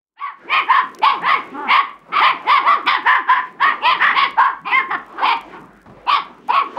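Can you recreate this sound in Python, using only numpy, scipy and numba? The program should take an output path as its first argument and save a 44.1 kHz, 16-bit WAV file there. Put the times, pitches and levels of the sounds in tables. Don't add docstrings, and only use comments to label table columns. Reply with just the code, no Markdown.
import sys
import numpy as np
from scipy import signal
from scipy.io import wavfile
from scipy.ndimage import uniform_filter1d, minimum_filter1d
from numba import njit

SR = 44100
rng = np.random.default_rng(int(sys.argv[2]) if len(sys.argv) > 2 else 0)


def generate_wav(signal):
    frames = np.transpose(np.atleast_2d(signal))
    scaled = np.clip(frames, -1, 1) * 32767
    pcm = np.round(scaled).astype(np.int16)
    wavfile.write(sys.argv[1], SR, pcm)


N = 298998


def undb(db):
    return 10 ** (np.asarray(db) / 20)


def unit(x):
    return x / np.sqrt(np.mean(x ** 2))


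@njit
def svf(x, hz, width):
    y, band_state, low_state = np.empty(len(x)), 0., 0.
    for i in range(len(x)):
        g, k = np.tan(np.pi * hz[i] / SR), width / hz[i]
        band = (band_state + g * (x[i] - low_state)) / (1 + g * (g + k))
        band_state = 2 * band - band_state
        low_state = low_state + 2 * g * band
        y[i] = k * band
    return y


def steep(x, hz, width):
    centre_hz = hz + np.zeros(len(x))
    once = svf(x, centre_hz, 1. * width)
    return unit(svf(once, centre_hz, 1. * width))


def walk(rate, size=N):
    k = int(SR / rate)
    held = np.repeat(rng.standard_normal(size // k + 1), k)
    return unit(uniform_filter1d(uniform_filter1d(held, k), k)[:size])


def add(out, s, x):
    i = int(s * SR)
    out[i:i + len(x)] += x[:N - i]


# pitch in Hz, relative level in dB per Hz.
MURMUR_COLOUR = [(32, -22), (60, -22.5), (110, -36.5), (190, 0), (350, 1), (550, -9.5), (1000, -4),
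                 (2200, -17.5), (4500, -43)]
# time in seconds, relative level in dB.
MURMUR_SWELL = [(0.0, -113), (0.07, -113), (0.45, -49), (1.58, -42.5), (1.941, -54), (2.38, -44),
                (3.168, -52), (4.17, -45.5), (4.46, -57), (5.46, -43.5), (5.68, -54.5), (6.63, -51),
                (6.78, -38)]
# time in seconds, level in dB before a random waver.
HUM_LEVEL = [(0, -110), (.5, -71.5), (2.5, -76), (2.9, -62), (3.4, -76), (4.5, -60), (4.7, -67),
             (6.05, -57), (6.2, -65), (6.78, -71)]
MAINS_HZ = 50


def garden():
    t, murmur = np.arange(N) / SR, 0
    colour_hz, colour_db = np.transpose(MURMUR_COLOUR)
    for hz in 23 * 2 ** np.arange(0, 8.1, .5):
        db = np.interp(np.log(hz), np.log(colour_hz), colour_db) + 10 * np.log10(hz)
        murmur = murmur + undb(db + 6.1 * walk(12)) * steep(rng.standard_normal(N), hz, hz * .5)
    swell = undb(np.interp(t, *np.transpose(MURMUR_SWELL)) + 8)
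    hum_gain = undb(np.interp(t, *np.transpose(HUM_LEVEL)) + 3.9 * walk(14))
    hum = np.sqrt(2) * hum_gain * np.sin(2 * np.pi * MAINS_HZ * t)
    hiss = undb(-78) * steep(rng.standard_normal(N), 7000, 14000)
    whine = undb(-90) * np.sin(2 * np.pi * 15710 * t)
    fade_in = np.minimum(t / 0.65, 1) ** 2
    return unit(murmur) * swell + hum + (hiss + whine) * fade_in


def gravel():
    chance, size = rng.random(N), rng.exponential(size=N)
    flurry = 70 / SR * undb(5.5 * walk(3))
    clicks = (chance < flurry) * undb(7.3 * np.minimum(size, 2.4))
    fade_in = np.minimum(np.arange(N) / SR / .6, 1) ** 2
    return undb(-52.5) * svf(clicks, np.full(N, 7000.), 9000.) * fade_in


CLEAR, SOFT, HUSKY, HOARSE, RAGGED = .12, .3, .5, .7, .85
# start in seconds, roughness from 0 to 1, rise in seconds, hold in seconds,
# fall in seconds, top pitch in Hz, relative level in dB at the end of the rise,
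# swell power (high: loudness comes late in the rise), level change in dB per hold time after the rise,
# mouth resonance in Hz at the start, when open and at the end, low partial level in dB,
# shrill tone level in dB, second resonance in Hz, its glide in octaves per 0.1 s,
# its level in dB, third resonance level in dB.
YAP_PARTS = [ (.156, CLEAR, 0.036, 0.0053, 0.018, 478, -47, 1.4, 2, 703, 1116, 1150, -75, 8.5, 1780, 0.36, 1, -2),
             (.18, HUSKY, 0.037, 0.06, 0.1, 527.6, -28, 1.8, 2.3, 950, 1160, 1060, -62, 6.5, 2160, -0.39, -8.5, -18.5),
             (0.451, HUSKY, 0.085, 0.06, 0.061, 637, -8.5, 3.54, -4, 798, 1076, 1080, -34.5, -1, 2240, -0.0032, -0.5, -7.5),
             (.66, RAGGED, .05, 0.084, 0.071, 614, -14.5, 1.73, -0.5, 900.5, 1030, 1130, -37, 10, 1750, -.085, -0.5, -11),
             (1.013, HOARSE, .035, 0.069, 0.092, 557, -5.5, 1.22, -5, 701, 1090, 1010, -35, 2, 2320, -.034, -13, -10),
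             (1.209, HUSKY, 0.071, 0.063, 0.07, 630, -10.5, 1.11, 0.5, 760, 1110, 1100, -30, 0.5, 2050, 0.23, -6, -13),
             (1.513, CLEAR, .04, 0.12, 0.022, 295.4, -27, 2.7, 2, 770, 840, 910, -32, -9.5, 1330, .12, -5, -30),
             (1.665, RAGGED, .05, 0.078, 0.061, 600, -4.5, 1.65, -4, 903, 1059, 1126, -32.5, 1.8, 2104, -.06, -4.5, -9.5),
             (2.117, RAGGED, 0.026, 0.057, 0.041, 594, -16.5, .8, 6, 1290, 1230, 1220, -38.5, 5, 2280, .1, -7, -9.5),
             (2.197, HOARSE, .05, 0.059, 0.057, 610, -1.5, 1.3, -5.5, 803, 1080, 960, -28.5, -1, 2144, .17, -5.5, -9.5),
             (2.445, HUSKY, 0.062, 0.07, 0.073, 587, -4.5, 2, -1.5, 652, 1139, 1045, -33.5, 0, 2115, -0.041, -9.5, -11),
             (2.61, HUSKY, 0.071, 0.056, 0.086, 679.4, -6, 1.5, 0, 654, 1180, 1070, -30, 5, 2020, -0.024, -11.5, -17),
             (2.852, RAGGED, .03, 0.07, 0.065, 560, -7.5, 2, -2.7, 1210, 1150, 930, -29.5, -3, 2073, -0.35, -4.5, -8),
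             (3.03, HOARSE, .05, 0.096, 0.06, 572, -6, 3, -7.5, 743, 1050, 997, -33, 3.5, 1776, -0.037, -0.5, -13.5),
             (3.255, RAGGED, 0.046, 0.088, 0.045, 523, -14, 2.5, -3, 932.6, 1012, 1090, -45, 8.5, 1750, .14, 0.5, -14.5),
             (3.58, HUSKY, .05, 0.09, 0.05, 641, -7, 2.6, -6.5, 856.4, 1100, 1100, -39.5, 0.7, 1898, 0.17, -4, -12.5),
             (3.80, SOFT, 0.06, 0.066, 0.075, 653, -7.5, 2.16, -1.5, 750, 1010, 1090, -33.5, 2.5, 2306, -0.35, -6, -6.5),
             (3.985, RAGGED, .045, 0.086, 0.036, 603, -7.5, 1.68, -5, 1010, 1254, 1050, -38, -26, 1887, .08, 1.2, -15.5),
             (4.121, HOARSE, .07, 0.06, .05, 590, -9.5, 1.4, -4, 896, 1130, 1060, -34, 2.5, 2082, -.07, -3.5, -5),
             (4.36, HOARSE, .035, 0.075, 0.1, 539, -4, 1.88, -6, 747, 1060, 1120, -43, 3, 1690, .14, -11, -22.5),
             (4.642, RAGGED, .03, 0.055, 0.0291, 432, -20, 1.4, 1, 1070, 1050, 1070, -39.5, -3.5, 2430, 0.016, -7, -12.5),
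             (4.704, CLEAR, 0.034, 0.047, 0.077, 529, -16.5, 0.58, 1.2, 920, 1061, 1068, -38.5, 8.5, 2090, -0.56, 0.6, -13),
             (4.879, HOARSE, .035, 0.039, 0.025, 421, -15.5, 2.5, 1, 908, 1120, 1340, -32, -16, 1870, -0.18, -7.5, -23.5),
             (5.13, RAGGED, 0.055, 0.035, 0.034, 427, -22.5, 6, 1.5, 1270, 1090, 1160, -37, -4.5, 1560, -0.097, -5.5, -19),
             (5.188, CLEAR, 0.045, 0.014, 0.021, 540, -10.5, 2, -0.7, 420.6, 1143, 1120, -42, 4.5, 2300, .3, -18.5, -16.5),
             (5.237, HOARSE, .02, 0.075, 0.043, 519, -10.5, 1.2, -1.5, 869, 1000, 1018, -36.5, -8.5, 2319, -0.061, -9.5, -10),
             (5.43, HUSKY, .11, 0.043, 0.07, 363, -34, 6.1, -4.3, 881.4, 910, 970, -42.5, 0, 1320, 0.17, -3.5, -21),
             (6.06, HOARSE, 0.035, 0.07, 0.06, 599.3, -10, 1.1, 0, 810.4, 1150, 1050, -35.5, -1.5, 2372, -0.29, -11, -8.5),
             (6.48, CLEAR, .022, 0.008, 0.012, 495, -9.5, 1.1, 2.5, 787, 961, 1020, -41, 2.5, 2500, .18, -24, -24),
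             (6.494, HUSKY, .05, 0.05, 0.074, 677, -9, 1.07, -1.5, 950, 1120, 1030, -32.5, 2, 2420, -0.15, -12, -13.5),
             (6.75, HUSKY, .03, .03, 0.038, 468.4, -17, 1.6, 4, 990.3, 897, 910, -41, 5.5, 2200, .1, -36.5, -16),
             ]
# basic pitch in Hz (it shifts with the mouth), width in Hz.
UPPER_THROAT = [(3150, 1000), (4750, 850)]
GROWL_HZ = 229.78
LOW_WAVER_DB = 2.5
FADE_POWER = 2.3
GAPE_LAG_S = .02
THROAT_HZ, THROAT_WIDTH_HZ, THROAT_DB = 777, 245, -13.5
VOICE_TOP_HZ = 5350


def yap(row):
    start, rough, rise, hold, fall, top_hz, level_db, swell, sag_db, start_hz, open_hz, end_hz = row[:12]
    low_db, shrill_db, second_hz, glide, second_db, third_db = row[12:]
    n = int(.36 * SR)
    since = np.arange(n) / SR
    after_rise, after_middle = since - rise, since - rise - hold / 2
    up = np.clip(since / rise, 0, 1)
    down = np.clip((after_rise - hold) / fall, 0, 1)
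    effort = np.sin(up * np.pi / 2) * (1 - down)

    climb = np.clip(since / (rise + hold / 2), 0, 1)
    drop = np.clip(after_middle / (fall + hold / 2), 0, 1)
    arch = (1 - (1 - climb) ** 2.6) * np.cos(drop * np.pi / 2) ** 1.3
    hz = GROWL_HZ + (top_hz - GROWL_HZ) * arch

    low = np.sin(2 * np.pi * np.cumsum(hz * (1 + .03 * walk(60, size=n))) / SR)
    weaken_db = 11 * effort * ((hz - GROWL_HZ) / 380) ** 2
    low *= undb(low_db - weaken_db + LOW_WAVER_DB * walk(50, size=n))
    low *= np.minimum(4.9 * up, 1) * np.minimum(3.2 * (1 - down), 1)

    opened = rise + GAPE_LAG_S
    mouth_times = [0, opened, opened + hold + fall / 2]
    mouth_hz = uniform_filter1d(np.interp(since, mouth_times, [start_hz, open_hz, end_hz]), 600)
    gain = undb(level_db + sag_db * np.maximum(after_rise, 0) / hold)
    gain *= up ** swell * (1 - down) ** FADE_POWER

    ragged = np.maximum((.12 + .88 * rough) * effort ** 3, .8 * np.minimum(4 * down, 1))
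    jitter = (.006 + .078 * ragged) * walk(350, size=n)
    phase = 2 * np.pi * np.cumsum(hz * (1 + jitter)) / SR
    folds = unit(sum(np.cos(k * phase) for k in range(1, 15)))
    folds *= undb(2.76 * ragged * walk(147.8, size=n))
    folds += (.08 + .95 * ragged) * rng.standard_normal(n)

    shrill = 2 * np.pi * np.cumsum(mouth_hz * (1 + .045 * rough * walk(150, size=n))) / SR
    flutter = undb(shrill_db + 3.7 * rough * walk(80, size=n)) * up ** 1.3 * (1 - down)
    voice = steep(folds, mouth_hz, 390) + flutter * np.sin(shrill)
    voice -= undb(THROAT_DB) * steep(folds, THROAT_HZ, THROAT_WIDTH_HZ)

    second_hz = second_hz * 2 ** (glide * np.clip(after_middle / .1, -1, 1))
    second = steep(folds, second_hz, 320) + 0.46 * steep(folds, second_hz, 1100)
    second += 0.93 * (1 - rough) * flutter * np.sin(2 * shrill)
    voice -= undb(second_db) * second

    bright = (gain / gain.max()) ** 0.53
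    shift = .8 + .2 * mouth_hz / 1050 + .04 * walk(15, size=n)
    third, fourth = (steep(folds, hz * shift, width) for hz, width in UPPER_THROAT)
    upper = third + .5 * (1 - rough) * flutter * np.sin(3 * shrill) - undb(-17.5) * bright * fourth
    voice += undb(third_db) * bright * upper
    voice = signal.sosfilt(signal.cheby1(6, .5, VOICE_TOP_HZ, fs=SR, output="sos"), voice)

    breath_gain = undb(-46 + .4 * third_db + 4.1 * walk(200, size=n)) * bright
    breath = breath_gain * steep(rng.standard_normal(n), 8500, 15000)
    return low + gain * (undb(-3.5) * voice + breath)


@njit
def walls(x, lags, drift, gain, damp):
    line, soft, out = np.zeros((8, 8192)), np.zeros(8), np.zeros(len(x))
    for i in range(len(x)):
        total = 0.
        for k in range(8):
            at = i - lags[k] - drift[k & 1, i] + 8192
            j = int(at)
            late = line[k, j & 8191] + (at - j) * (line[k, (j + 1) & 8191] - line[k, j & 8191])
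            soft[k] += (1 - damp) * (gain[k] * late - soft[k])
            total += soft[k]
            out[i] += soft[k] * (1 - 2 * (k & 1))
        for k in range(8):
            line[k, i & 8191] = x[i] + soft[k] - total / 4
    return out


# time in seconds, relative level in dB.
STONE_KNOCKS = [(0.667, -50), (0.9484, -29.5), (0.9874, -29), (1.2199, -41), (1.4486, -52), (2.4236, -46),
                (2.8616, -35.5), (4.3084, -37.5), (5.064, -44), (5.094, -51), (5.3727, -43),
                (5.4111, -35.5), (5.8164, -49), (6.3837, -51.5), (6.4103, -59), (6.4814, -36.5)]


def ticks():
    out, t = np.zeros(N), np.arange(400) / SR
    for (s, db), noise in zip(STONE_KNOCKS, rng.standard_normal((len(STONE_KNOCKS), 400))):
        add(out, s, undb(db + 1) * noise * np.exp(-t / 0.0017))
    return svf(out, np.full(N, 2200.), 7000.)


# time in seconds, relative level in dB.
CAMERA_KNOCKS = [(5.859, -35), (5.896, -36.5), (5.917, -43), (5.968, -42)]


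def bumps():
    out, t = np.zeros(N), np.arange(2600) / SR
    for (s, db), noise in zip(CAMERA_KNOCKS, rng.standard_normal((len(CAMERA_KNOCKS), 2600))):
        knock = steep(noise, 173, 224) + undb(-5.0) * steep(noise, 600, 680)
        add(out, s, undb(db) * knock * np.exp(-t / 0.025))
    return out


GARDEN_T60_S = 0.31
GARDEN_DAMP, GARDEN_DB = 0.36, -13.5


def scene():
    pups = np.zeros(N)
    for row in YAP_PARTS:
        add(pups, row[0], yap(row))
    lags = np.array([661, 887, 1129, 1409, 1697, 1933, 2251, 2609])
    drift = 9 * np.array([walk(12), walk(12)])
    round_gain = undb(-60 * lags / SR / GARDEN_T60_S)
    echo = walls(pups + 1e-18, lags, drift, round_gain, GARDEN_DAMP)
    return (pups + undb(GARDEN_DB) * echo + ticks() + gravel() + bumps() + garden())[None]


@njit
def limiter(x, top, step, recover, wait):
    y, g, last = np.empty(len(x)), 1., -wait
    for i in range(len(x)):
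        if abs(x[i] * g) > top and i - last > wait:
            g, last = g * step, i
        g = min(g * recover, 1.)
        y[i] = x[i] * g
    return y


LIMIT, STEP_DB, RECOVER_DB_S = 0.61, -.75, 28
TOP_HZ = 15800


def record(dry):
    held = limiter(dry[0], LIMIT, undb(STEP_DB), undb(RECOVER_DB_S / SR), 350)[None]
    peak = -minimum_filter1d(-np.abs(held), 89, axis=1)
    held = held * uniform_filter1d(np.minimum(1, .7 / (peak + 1e-9)), 89, axis=1)
    held = signal.sosfilt(signal.butter(2, 30, "high", fs=SR, output="sos"), held)
    return signal.sosfilt(signal.ellip(10, .2, 70, TOP_HZ, fs=SR, output="sos"), held)


dry = scene()
out = record(dry)
generate_wav(out)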